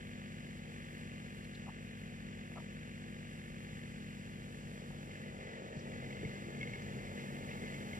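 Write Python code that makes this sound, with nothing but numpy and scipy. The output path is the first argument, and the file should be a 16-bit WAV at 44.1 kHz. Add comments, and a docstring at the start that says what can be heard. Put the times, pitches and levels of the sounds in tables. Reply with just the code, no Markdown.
"""A three-cylinder diesel, probably a small tractor, idles some way off to the right of an open yard.
Its firings puff from the pipe and ping the block. Then it pulls away: it sags under the load, growls,
and its loose panels rattle in bouts, with clanks and dull bumps, one louder than the rest. In front of
the two microphones a hollow plastic jug is knocked about by a play set, among a few small ticks.
Distant traffic lies behind it all, and late on a breeze gets up on the microphones."""
import sys
import numpy as np
from scipy import signal
from scipy.fft import rfft, irfft, next_fast_len
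from scipy.io import wavfile
from scipy.ndimage import uniform_filter1d, map_coordinates

SR = 44100
rng = np.random.default_rng(int(sys.argv[2]) if len(sys.argv) > 2 else 0)


def file_out(sig):
    """Save sig as 16-bit WAV at sys.argv[1]."""
    # one column per channel
    cols = np.atleast_2d(sig).T
    # limit, then scale
    lim = np.clip(cols, -1, 1)
    pcm = np.round(lim * 32767).astype(np.int16)
    wavfile.write(sys.argv[1], SR, pcm)


N = 352359

# The crankshaft, sagging twice as it pulls away. Each row: time in seconds, four-stroke cycles a second.
ENGINE_SPEED = [(0.0, 15.952), (1.0, 15.939), (4.3, 15.939), (4.7, 15.873), (5.05, 15.9), (5.4, 15.739),
                (5.75, 15.615), (6.0, 15.825), (6.18, 16.074), (6.42, 15.709), (6.65, 15.927), (7.1, 15.88),
                (7.5, 15.904), (8.0, 15.764)]
# How hard the tractor pulls. Each row: time in seconds, load from 0 to 1.
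ENGINE_LOAD = [(0, 0.15), (4.3, 0.15), (4.7, 0.35), (5.4, 0.46), (6.0, 0.72), (7.0, 0.76), (7.7, 0.83)]
IDLE_CYCLE_HZ = ENGINE_SPEED[0][1]
LABOUR_S, LABOUR_WIDTH_S = 5.53, 0.25   # the drive takes hold
def engine():
    """The diesel across the yard: one crankshaft times its exhaust, growl, clatter and panels."""
    load, = in_time(ENGINE_LOAD)
    cycles = np.cumsum(in_time(ENGINE_SPEED)[0]) / SR
    labour = np.exp(-((TIME - LABOUR_S) / LABOUR_WIDTH_S) ** 2)
    phases = puff_phases()
    body = exhaust_drone(cycles, load, labour, phases) + low_swells()
    body += growl(cycles, load, labour) + pipe_whine(cycles, labour, phases)
    metal = diesel_clatter(cycles, load) + loose_panels(cycles, load)
    return placed(below(body, 1800), left_db=1.3) + placed(below(metal, 7000), left_db=-0.1) + hiss(load)


# The pipe's note, idling and pulling. Each row: multiple of the cycle rate, relative level in dB.
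IDLE_ORDERS = [(1, -40), (2, -35), (3, -5), (4, -15), (5, -20), (6, -2), (7, -10), (8, -7), (9, -4),
               (10, 1.5), (11, -17), (12, -9), (13, -19), (14, -10), (15, 1), (16, -21), (17, -21),
               (18, -16), (19, -25), (20, -20), (21, -24), (22, -22), (23, -24), (24, -21), (25, -24),
               (26, -21), (27, -14), (28, -23), (29, -24), (30, -13), (31, -25), (32, -21), (33, -16),
               (34, -26), (35, -29), (36, -20), (37, -28), (38, -25), (39, -22), (40, -28), (45, -25)]
LOADED_ORDERS = [(3, -13), (6, -6), (9, 0.5), (10, -12.5), (12, -8.5), (15, -3.5), (18, -15), (21, -47),
                 (24, -22), (27, -21), (30, -7), (33, -13.5), (36, -11), (39, -12), (42, -22.5), (48, -22),
                 (57, -17.5)]
# The exhaust rumble under the note. Each row: frequency in Hz, relative level in dB.
RUMBLE_SPECTRUM = [(20, -30), (33, -21), (42, 1), (52, -3.5), (90, -5), (130, 3.5), (220, 3), (290, -7),
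                   (500, -26)]
def exhaust_drone(cycles, load, labour, phases):
    """Pipe and fan together: load leaves mainly the firing orders, and the drone sinks as it labours."""
    idle = (1 - 1.04 * load) * from_db(-3) * order_tones(cycles, IDLE_ORDERS, phases, waver=0.034)
    pulling = load * from_db(-6) * order_tones(cycles, LOADED_ORDERS, phases, waver=0.25)
    rumble = from_db(-12.5 + 5 * load) * coloured(rng.standard_normal(N), RUMBLE_SPECTRUM)
    hum = from_db(-0.8 * load) * fan_and_pump(cycles)
    return from_db(-46.5 + 4.5 * load - 3.5 * labour) * (idle + pulling + rumble + hum)


def puff_phases(smear_turns=0.4):
    """The upper firing orders keep step and give each puff an edge, which the pipe smears."""
    orders, scatter = np.arange(64), rng.random(64)
    in_step = (orders % 3 == 0) & (orders >= 18)
    first_firing = FIRINGS[0][0]
    return np.where(in_step, smear_turns * scatter - orders * first_firing, scatter)


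# Three firings, then valve and injector taps. Each row: place in the cycle from 0 to 1, relative dB.
CONTACTS = [(.147, 0), (.468, -1.5), (.815, -1), (.062, -9), (.105, -7), (.125, -8), (.18, -8), (.387, -8),
            (.452, -6), (.5, -10), (.612, -11), (.79, -9), (.865, -10), (.965, -10)]
FIRINGS = CONTACTS[:3]
# One cylinder's injection and firing. Each row: place in the cycle from 0 to 1, relative dB.
CYLINDER_PINGS = [(.0447, -7), (.13, 0)]
# What a ping rings. Each row: frequency in Hz, relative level in dB, seconds to fall 60 dB.
BLOCK_RESONANCES = [(1722, -13, .04), (2056, 2, .03), (2230, -5, .016)]
# The tapped block, heard across the yard. Each row: frequency in Hz, relative level in dB.
BLOCK_SPECTRUM = [(700, -63), (1150, 1.5), (1350, -20.5), (1720, 5), (1930, -3.5), (2056, -4.5),
                  (2300, -2.5), (2620, -10), (2790, -2.5), (2930, -15), (3100, -9), (3700, -16),
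                  (5500, -32), (9000, -53)]
# Orders that meet the valve cover's resonances. Each row: multiple of the cycle rate, relative dB.
COVER_ORDERS = [(102, -3), (108, -2), (154, -3), (162, -4), (174, -6), (175, 0), (178, -5), (195, -9)]
# Slight swells in the clatter. Each row: time in seconds, gain in dB.
CLATTER_SWELL = [(0, -2), (.6, -2.2), (.98, -0.5), (1.5, -2.5), (3.4, -2.5), (3.78, -1), (4.0, -3)]
def diesel_clatter(cycles, load):
    """Taps, block pings, the singing cover and a scattered wash: even at idle, looser under load."""
    shaky = cycles + (0.0002 + 0.003 * load) * drift(30)
    taps = hammer(shaky, CONTACTS, np.ones(1), uneven_db=3)
    pings = [(place + cylinder / 3, db) for cylinder in range(3) for place, db in CYLINDER_PINGS]
    block = hammer(shaky, pings, strike(BLOCK_RESONANCES, spread_db=0), uneven_db=0.5)
    cover = order_tones(shaky, COVER_ORDERS, rng.random(200), waver=0.31)
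    ringing = from_db(-6 * load) * (from_db(1.9) * block + from_db(-1.5) * cover)
    pulses = blows(cycles, CONTACTS, decay_s=0.003, uneven_db=0.3, sustain=0.38)
    wash = rms_one(pulses * cyclic_noise(cycles, fresh=0.12 + 0.8 * load))
    impacts = from_db(-3 - 4 * load) * taps + from_db(2 * load) * wash
    knock = from_db(6 + 2 * load) * coloured(impacts, BLOCK_SPECTRUM)
    softening_db = -3.5 * np.minimum(load / 0.33, 1)   # as soon as there is something to pull
    swell_db, = in_time(CLATTER_SWELL)
    return from_db(-60.5 + 0.5 * load + softening_db + swell_db) * (knock + ringing)


# The engine body's voice. Each row: frequency in Hz, relative level in dB.
GROWL_SPECTRUM = [(30, -39), (200, -39), (290, 0), (350, 1), (430, 6.5), (520, 2), (610, -2), (720, -1.5),
                  (880, -4.5), (1000, -15), (1300, -4), (2000, -26)]
def growl(cycles, load, labour):
    """Each firing thuds through the engine body, louder and rougher as it pulls."""
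    thuds = blows(cycles, FIRINGS, decay_s=0.006, uneven_db=0.7, sustain=0.7)
    vibration = thuds * cyclic_noise(cycles, fresh=0.55 + 0.4 * load)
    return from_db(-63 + 13 * load + 4 * labour) * coloured(vibration, GROWL_SPECTRUM)


# The pipe's whine. Each row: multiple of the cycle rate, relative level in dB.
WHINE_ORDERS = [(33, 0), (36, -5), (39, -2)]
def pipe_whine(cycles, labour, phases):
    """The pipe whines briefly while the engine labours."""
    return from_db(-60.5) * labour * order_tones(cycles, WHINE_ORDERS, phases, waver=0.1)


# The belt-driven fan and pump. Each row: multiple of the cycle rate, relative level in dB.
BELT_ORDERS = [(12.7, -9), (21.67, -20)]
def fan_and_pump(cycles, waver=0.15):
    """Fan and pump hum at speeds tied to the crankshaft."""
    return sum(np.sqrt(2) * from_db(db) * (1 + waver * drift(7.5)) * np.sin(2 * np.pi * order * cycles)
               for order, db in BELT_ORDERS)


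# Firings throw a panel at the frame, two hard. Each row: place in the cycle from 0 to 1, relative dB.
PANEL_SLAPS = [(.09, 0), (.425, 0.5), (.77, -5)]
# The panels' buzz. Each row: frequency in Hz, relative level in dB.
PANEL_SPECTRUM = [(300, -60), (700, -38), (1100, -3.5), (1500, -6.5), (1740, 6), (1850, 1), (2100, 0.5),
                  (2300, -2.5), (2650, -1), (3050, -6.5), (3700, -10), (6000, -23.5), (9000, -60)]
# The loudest panel's ring, sliding as the frame flexes. Each row: time in seconds, pitch in Hz.
PANEL_PITCH = [(5.14, 2100), (5.3, 1960), (5.42, 2080), (5.5, 2020), (5.58, 1860), (5.95, 1980),
               (6.15, 2045), (6.6, 2090), (8, 2064)]
# Rattling on the move. Each row: start in seconds, length in seconds, level in dB.
RATTLE_BOUTS = [(5.11, 0.19, -60), (5.40, 0.188, -58), (5.93, 0.12, -65), (6.1, 0.29, -64.5),
                (6.59, 0.22, -63.5), (7.16, 0.076, -61), (7.48, 0.05, -59), (7.62, 0.13, -60),
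                (7.9, 0.17, -71)]
def loose_panels(cycles, load, wander_hz=50):
    """Loose panels buzz at each firing, in bouts; one slaps the frame and rings briefly."""
    shakes = blows(cycles, PANEL_SLAPS, decay_s=0.008, uneven_db=1.2, sustain=0.7)
    buzz = coloured(shakes * cyclic_noise(cycles, fresh=0.75), PANEL_SPECTRUM)
    slaps = blows(cycles, PANEL_SLAPS, decay_s=0.0045, uneven_db=1.5, sustain=0.25)
    ring_hz = in_time(PANEL_PITCH)[0] + wander_hz * drift(120)
    ring = rms_one(uniform_filter1d(slaps, size=90) * np.sin(2 * np.pi * np.cumsum(ring_hz) / SR))
    shaking = from_db(-52) * load ** 2 + bouts(RATTLE_BOUTS, attack_s=0.0032, release_s=0.0076)
    return shaking * rms_one(buzz + from_db(-1) * ring)


# Low swells from across the yard. Each row: start in seconds, length in seconds, level in dB.
LOW_SWELLS = [(5.92, 0.15, -49.5), (6.58, 0.15, -49), (6.84, 0.13, -49), (7.78, 0.028, -44.5)]
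# Their narrow bass band. Each row: frequency in Hz, relative level in dB.
SWELL_SPECTRUM = [(20, -60), (60, -20), (85, -7), (125, 18.5), (150, 17), (190, -45), (300, -45)]
def low_swells():
    """Brief low swells near 125-150 Hz in the engine's drone as it pulls."""
    swells = bouts(LOW_SWELLS, attack_s=0.024, release_s=0.043)
    return swells * coloured(rng.standard_normal(N), SWELL_SPECTRUM)


# The engine's hiss and its highest treble. Each row: frequency in Hz, relative level in dB.
HISS_SPECTRUM = [(2000, 3.5), (4200, -0.5), (5400, -3.5), (6800, -0.5), (8200, -4.5), (9300, -16),
                 (11000, -16), (15500, -65)]
TREBLE_SPECTRUM = [(7000, -15.5), (9300, -3), (10200, -9), (12500, -9.5), (14000, -19), (15000, -13),
                   (15800, -32)]
# The treble swells and sinks. Each row: time in seconds, base level in dB.
TREBLE_LEVEL = [(0.0, -76), (0.93, -74.5), (1.42, -75.5), (2.22, -78), (2.69, -75.5), (3.38, -75.5),
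                (3.61, -74.5), (4.98, -74), (5.09, -74.5), (5.56, -78), (7.59, -71), (7.99, -70)]
def hiss(load):
    """Hiss from the engine's side, part direct and part scattered; its lower band grows with load."""
    top_db, = in_time(TREBLE_LEVEL)
    low_db = -63.5 + 3 * load + 0.38 * (top_db - top_db.mean())
    low = below(coloured(rng.standard_normal((3, N)), HISS_SPECTRUM), 9600)
    top = coloured(rng.standard_normal((3, N)), TREBLE_SPECTRUM)
    low = placed(low[0], left_db=-0.5) + from_db(-8.5) * low[1:]   # direct + scattered
    top = placed(top[0], left_db=0) + from_db(-5) * top[1:]
    shadow = from_db([[-1.7], [1.7]])   # the case shades the far microphone from the highest treble
    low *= from_db(low_db + 0.5 * drift(16))
    top *= from_db(top_db - load + 1.1 * drift(19))
    return low + shadow * top


# Bumps, then clanks, out at the tractor. Each row: start in seconds, relative dB, hardness in dB/octave.
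BUMPS = [(3.715, -41, -2), (5.385, -39, 2.5), (5.765, -38, -1.5), (6.229, -29, 6.5), (6.247, -35.5, -6.5),
         (6.272, -46, 4), (7.63, -38.5, 9)]
CLANKS = [(6.127, -41.5, 8), (6.249, -40, 2), (6.611, -40, 20), (6.63, -38.5, 9), (6.674, -45, 16),
          (6.735, -37, -6), (7.069, -42, 6), (7.196, -45.5, 5), (7.51, -48, 6), (7.658, -45, 10),
          (7.742, -44, 0), (7.931, -43.5, 8)]
# What each rings. Each row: frequency in Hz, relative level in dB, seconds to fall 60 dB.
BUMP_MODES = [(87.5, -5.5, 0.11), (121.6, 4, 0.13), (151, 7.5, 0.064), (315, -2, 0.034), (431, -1.5, 0.059),
              (460, -5, 0.032)]
CLANK_MODES = [(2166, 19.5, 0.067), (2320, 6, 0.032), (2640, 9, 0.03), (3130, 4.5, 0.043),
               (3340, 4.5, 0.022)]
def bumps_and_clanks():
    """The machine bumps dully and its loose metal clanks; a harder blow favours the upper modes."""
    track = np.zeros(N)
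    for s, db, hardness in BUMPS:
        add(track, s, from_db(db - 7) * strike(tilted(BUMP_MODES, hardness, 220), spread_db=1.5))
    for s, db, hardness in CLANKS:
        add(track, s, from_db(db - 22) * strike(tilted(CLANK_MODES, hardness, 2280), spread_db=3.5))
    return placed(track, left_db=0.5)


# Knocks by the play set, in front of the microphones. Each row: start in seconds, relative level in dB,
# centre in Hz, dB lost per octave away from it (gained if negative).
JUG_KNOCKS = [(1.666, -45, 1090, 20), (1.675, -44, 1000, 24), (1.68, -48, 780, 22), (1.685, -40, 940, 26),
              (1.692, -39, 960, 30), (2.515, -56.5, 1050, 6), (2.557, -49, 1100, 5), (2.564, -48, 720, 16),
              (2.57, -48, 895, -15), (2.577, -37, 1300, 17), (2.583, -45, 900, -14), (2.6, -48, 750, 3),
              (4.905, -53, 860, 3), (4.932, -56, 850, 6)]
# The hollow jug. Each row: frequency in Hz, relative level in dB, seconds to fall 60 dB.
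JUG_MODES = [(607, -7.5, 0.047), (758, 3.5, 0.033), (880, -3.5, 0.034), (940, -1.5, 0.053),
             (1094, -6, 0.03), (1240, 0, 0.024), (1405, -10.5, 0.025)]
def plastic_jug():
    """Each knock rings the jug's modes in a different balance, louder at the left microphone."""
    track = np.zeros(N)
    for s, db, centre_hz, loss_db in JUG_KNOCKS:
        modes = [(hz, mode_db - loss_db * abs(np.log2(hz / centre_hz)), t60)
                 for hz, mode_db, t60 in JUG_MODES]
        add(track, s, from_db(db - 5.5) * strike(modes, spread_db=2.5))
    return placed(track, left_db=5, lag_samples=1.3)


# Ticks and scuffs by the jug. Each row: start in seconds, level in dB, centre in Hz, decay in seconds.
TICKS = [(.85, -58, 7000, .005), (1.443, -55, 10000, .005), (1.445, -55.5, 3800, .005),
         (1.543, -56, 3900, .012), (1.551, -49.5, 3800, .004), (2.535, -62, 12000, .006),
         (5.765, -59, 5000, .018), (5.79, -54, 5500, .014), (6.82, -57, 6000, .006)]
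def small_ticks():
    """Dry ticks, each a narrow band of noise that dies at once."""
    track, t = np.zeros(N), TIME[:SR // 20]
    for s, db, hz, decay_s in TICKS:
        band = signal.butter(2, [hz * 0.84, hz * 1.14], "band", fs=SR, output="sos")
        crack = signal.sosfilt(band, rng.standard_normal(len(t)) * np.exp(-t / decay_s))
        add(track, s, from_db(db) * crack / np.abs(crack).max())
    return placed(track, left_db=5, lag_samples=1.3)


# Wind right on the microphones. Each row: time in seconds, level in dB.
BREEZE_LEVEL = [(5.5, -72.5), (6.0, -63), (8, -58.5)]
# Its low rumble. Each row: frequency in Hz, relative level in dB.
BREEZE_SPECTRUM = [(20, -39), (45, -28), (62, -11), (90, 10.5), (160, -17), (400, -33.5)]
def breeze():
    """Light gusts, different at each microphone."""
    gusts = from_db(in_time(BREEZE_LEVEL)[0] + drift(12))
    return gusts * coloured(rng.standard_normal((2, N)), BREEZE_SPECTRUM)


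# Traffic and open air far beyond the yard. Each row: frequency in Hz, relative level in dB.
AIR_SPECTRUM = [(20, -22), (35, -14), (55, 15), (150, 12.5), (400, -3.5), (900, -23.5), (1500, -2),
                (3000, -0.5), (7000, -42.5), (15000, -54)]
def open_air(level_db=-61.5, shared_hz=400):
    """Far noise from all round: alike at both microphones only in the bass."""
    mid, side = rng.standard_normal((2, N))
    side = signal.sosfilt(signal.butter(1, shared_hz, "high", fs=SR, output="sos"), side)
    far = below(np.array([mid + side, mid - side]), 8000)   # distance takes the top off
    return from_db(level_db) * coloured(far, AIR_SPECTRUM)


def order_tones(cycles, orders, phases, waver):
    """Clean engine orders, each wavering on its way across the yard; rms 1."""
    tones = (from_db(db) * (1 + waver * drift(9)) * np.sin(2 * np.pi * (order * cycles + phases[order]))
             for order, db in orders)
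    return rms_one(sum(tones))


def cyclic_noise(cycles, fresh):
    """Vibration that repeats with every engine cycle, plus a share that is new each time."""
    length = int(SR / IDLE_CYCLE_HZ)
    same = map_coordinates(rng.standard_normal(length), [cycles % 1 * length], order=3, mode="grid-wrap")
    return np.sqrt(1 - fresh) * same + np.sqrt(fresh) * rng.standard_normal(N)


def blows(cycles, contacts, decay_s, uneven_db, sustain):
    """Envelope of the contacts in each cycle: every one jumps up and dies away."""
    power = sustain ** 2
    for place, db in contacts:
        turn, since = np.divmod(cycles - place + 2, 1)
        strength = from_db(db + uneven_db * rng.standard_normal(200))[turn.astype(int)]
        power = power + (strength * np.exp(-since / IDLE_CYCLE_HZ / decay_s)) ** 2
    return np.sqrt(power)


def hammer(cycles, contacts, sound, uneven_db):
    """Every contact plays a short sound once in each cycle; rms 1."""
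    clicks = np.zeros(N)
    for place, db in contacts:
        at = np.flatnonzero(np.diff(np.floor(cycles - place)) > 0)
        clicks[at] += from_db(db + uneven_db * rng.standard_normal(200)[:len(at)])
    return rms_one(signal.fftconvolve(clicks, sound)[:N])


def strike(modes, spread_db):
    """A third of a second of modes ringing, each with a strength of its own."""
    t = TIME[:SR // 3]
    ring = np.zeros(len(t))
    for k, (hz, db, t60) in enumerate(modes):
        envelope = from_db(db + spread_db * rng.standard_normal() - 60 * t / t60)
        ring += (-1) ** k * envelope * np.sin(2 * np.pi * hz * t)
    return ring


def tilted(modes, tilt_db, pivot_hz):
    """Tilt the modes' levels by dB per octave about a pivot."""
    return [(hz, db + tilt_db * np.log2(hz / pivot_hz), t60) for hz, db, t60 in modes]


def bouts(rows, attack_s, release_s):
    """Gain of a series of bouts: each rises, holds and dies away."""
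    return sum(from_db(db) * np.clip((TIME - s) / attack_s, 0, 1)
               * np.exp(-np.maximum(TIME - s - length, 0) / release_s) for s, length, db in rows)


def placed(x, left_db, lag_samples=17):
    """A source on the right reaches the left microphone later; left_db is left level over right."""
    late = np.interp(np.arange(N) - lag_samples, np.arange(N), x)
    return np.array([late * from_db(left_db / 2), x * from_db(-left_db / 2)])


def coloured(x, spectrum):
    """Give a steady sound a spectrum; rms 1."""
    hz, db = np.transpose(spectrum)
    size = next_fast_len(N + SR // 2)
    bin_hz = np.maximum(np.arange(size // 2 + 1) * SR / size, 1)
    gain = from_db(np.interp(np.log(bin_hz), np.log(hz), db))
    return rms_one(irfft(rfft(x, size) * gain, size)[..., :N])


def below(x, edge_hz):
    """A steep low-pass."""
    return signal.sosfilt(signal.butter(8, edge_hz, fs=SR, output="sos"), x)


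TIME = np.arange(N) / SR
def in_time(rows):
    """Each column of a curve at every sample."""
    s, *columns = np.transpose(rows)
    return [np.interp(TIME, s, c) for c in columns]


def drift(rate_hz):
    """A random wander; rms 1."""
    points = rng.standard_normal(1000)
    return rms_one(np.interp(TIME * rate_hz, np.arange(len(points)), points))


def add(track, s, sound):
    """Lay a sound into a track at a time."""
    start = round(s * SR)
    track[start:start + len(sound)] += sound[:N - start]


def from_db(db):
    """Decibels to gain."""
    return 10 ** (np.asarray(db) / 20)


def rms_one(x):
    """Scale to rms 1."""
    return x / np.sqrt(np.mean(x ** 2) + 1e-20)


def scene():
    """The yard at the two microphones."""
    return engine() + open_air() + breeze() + plastic_jug() + bumps_and_clanks() + small_ticks()


LOW_CUT_HZ, HIGH_CUT_HZ = 30, 15600
def record(dry):
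    """The deepest bass is rolled off and the top is cut steeply."""
    dry = signal.sosfilt(signal.butter(3, LOW_CUT_HZ, "high", fs=SR, output="sos"), dry)
    return signal.sosfilt(signal.ellip(12, 0.1, 80, HIGH_CUT_HZ, fs=SR, output="sos"), dry)


dry = scene()
out = record(dry)
file_out(out)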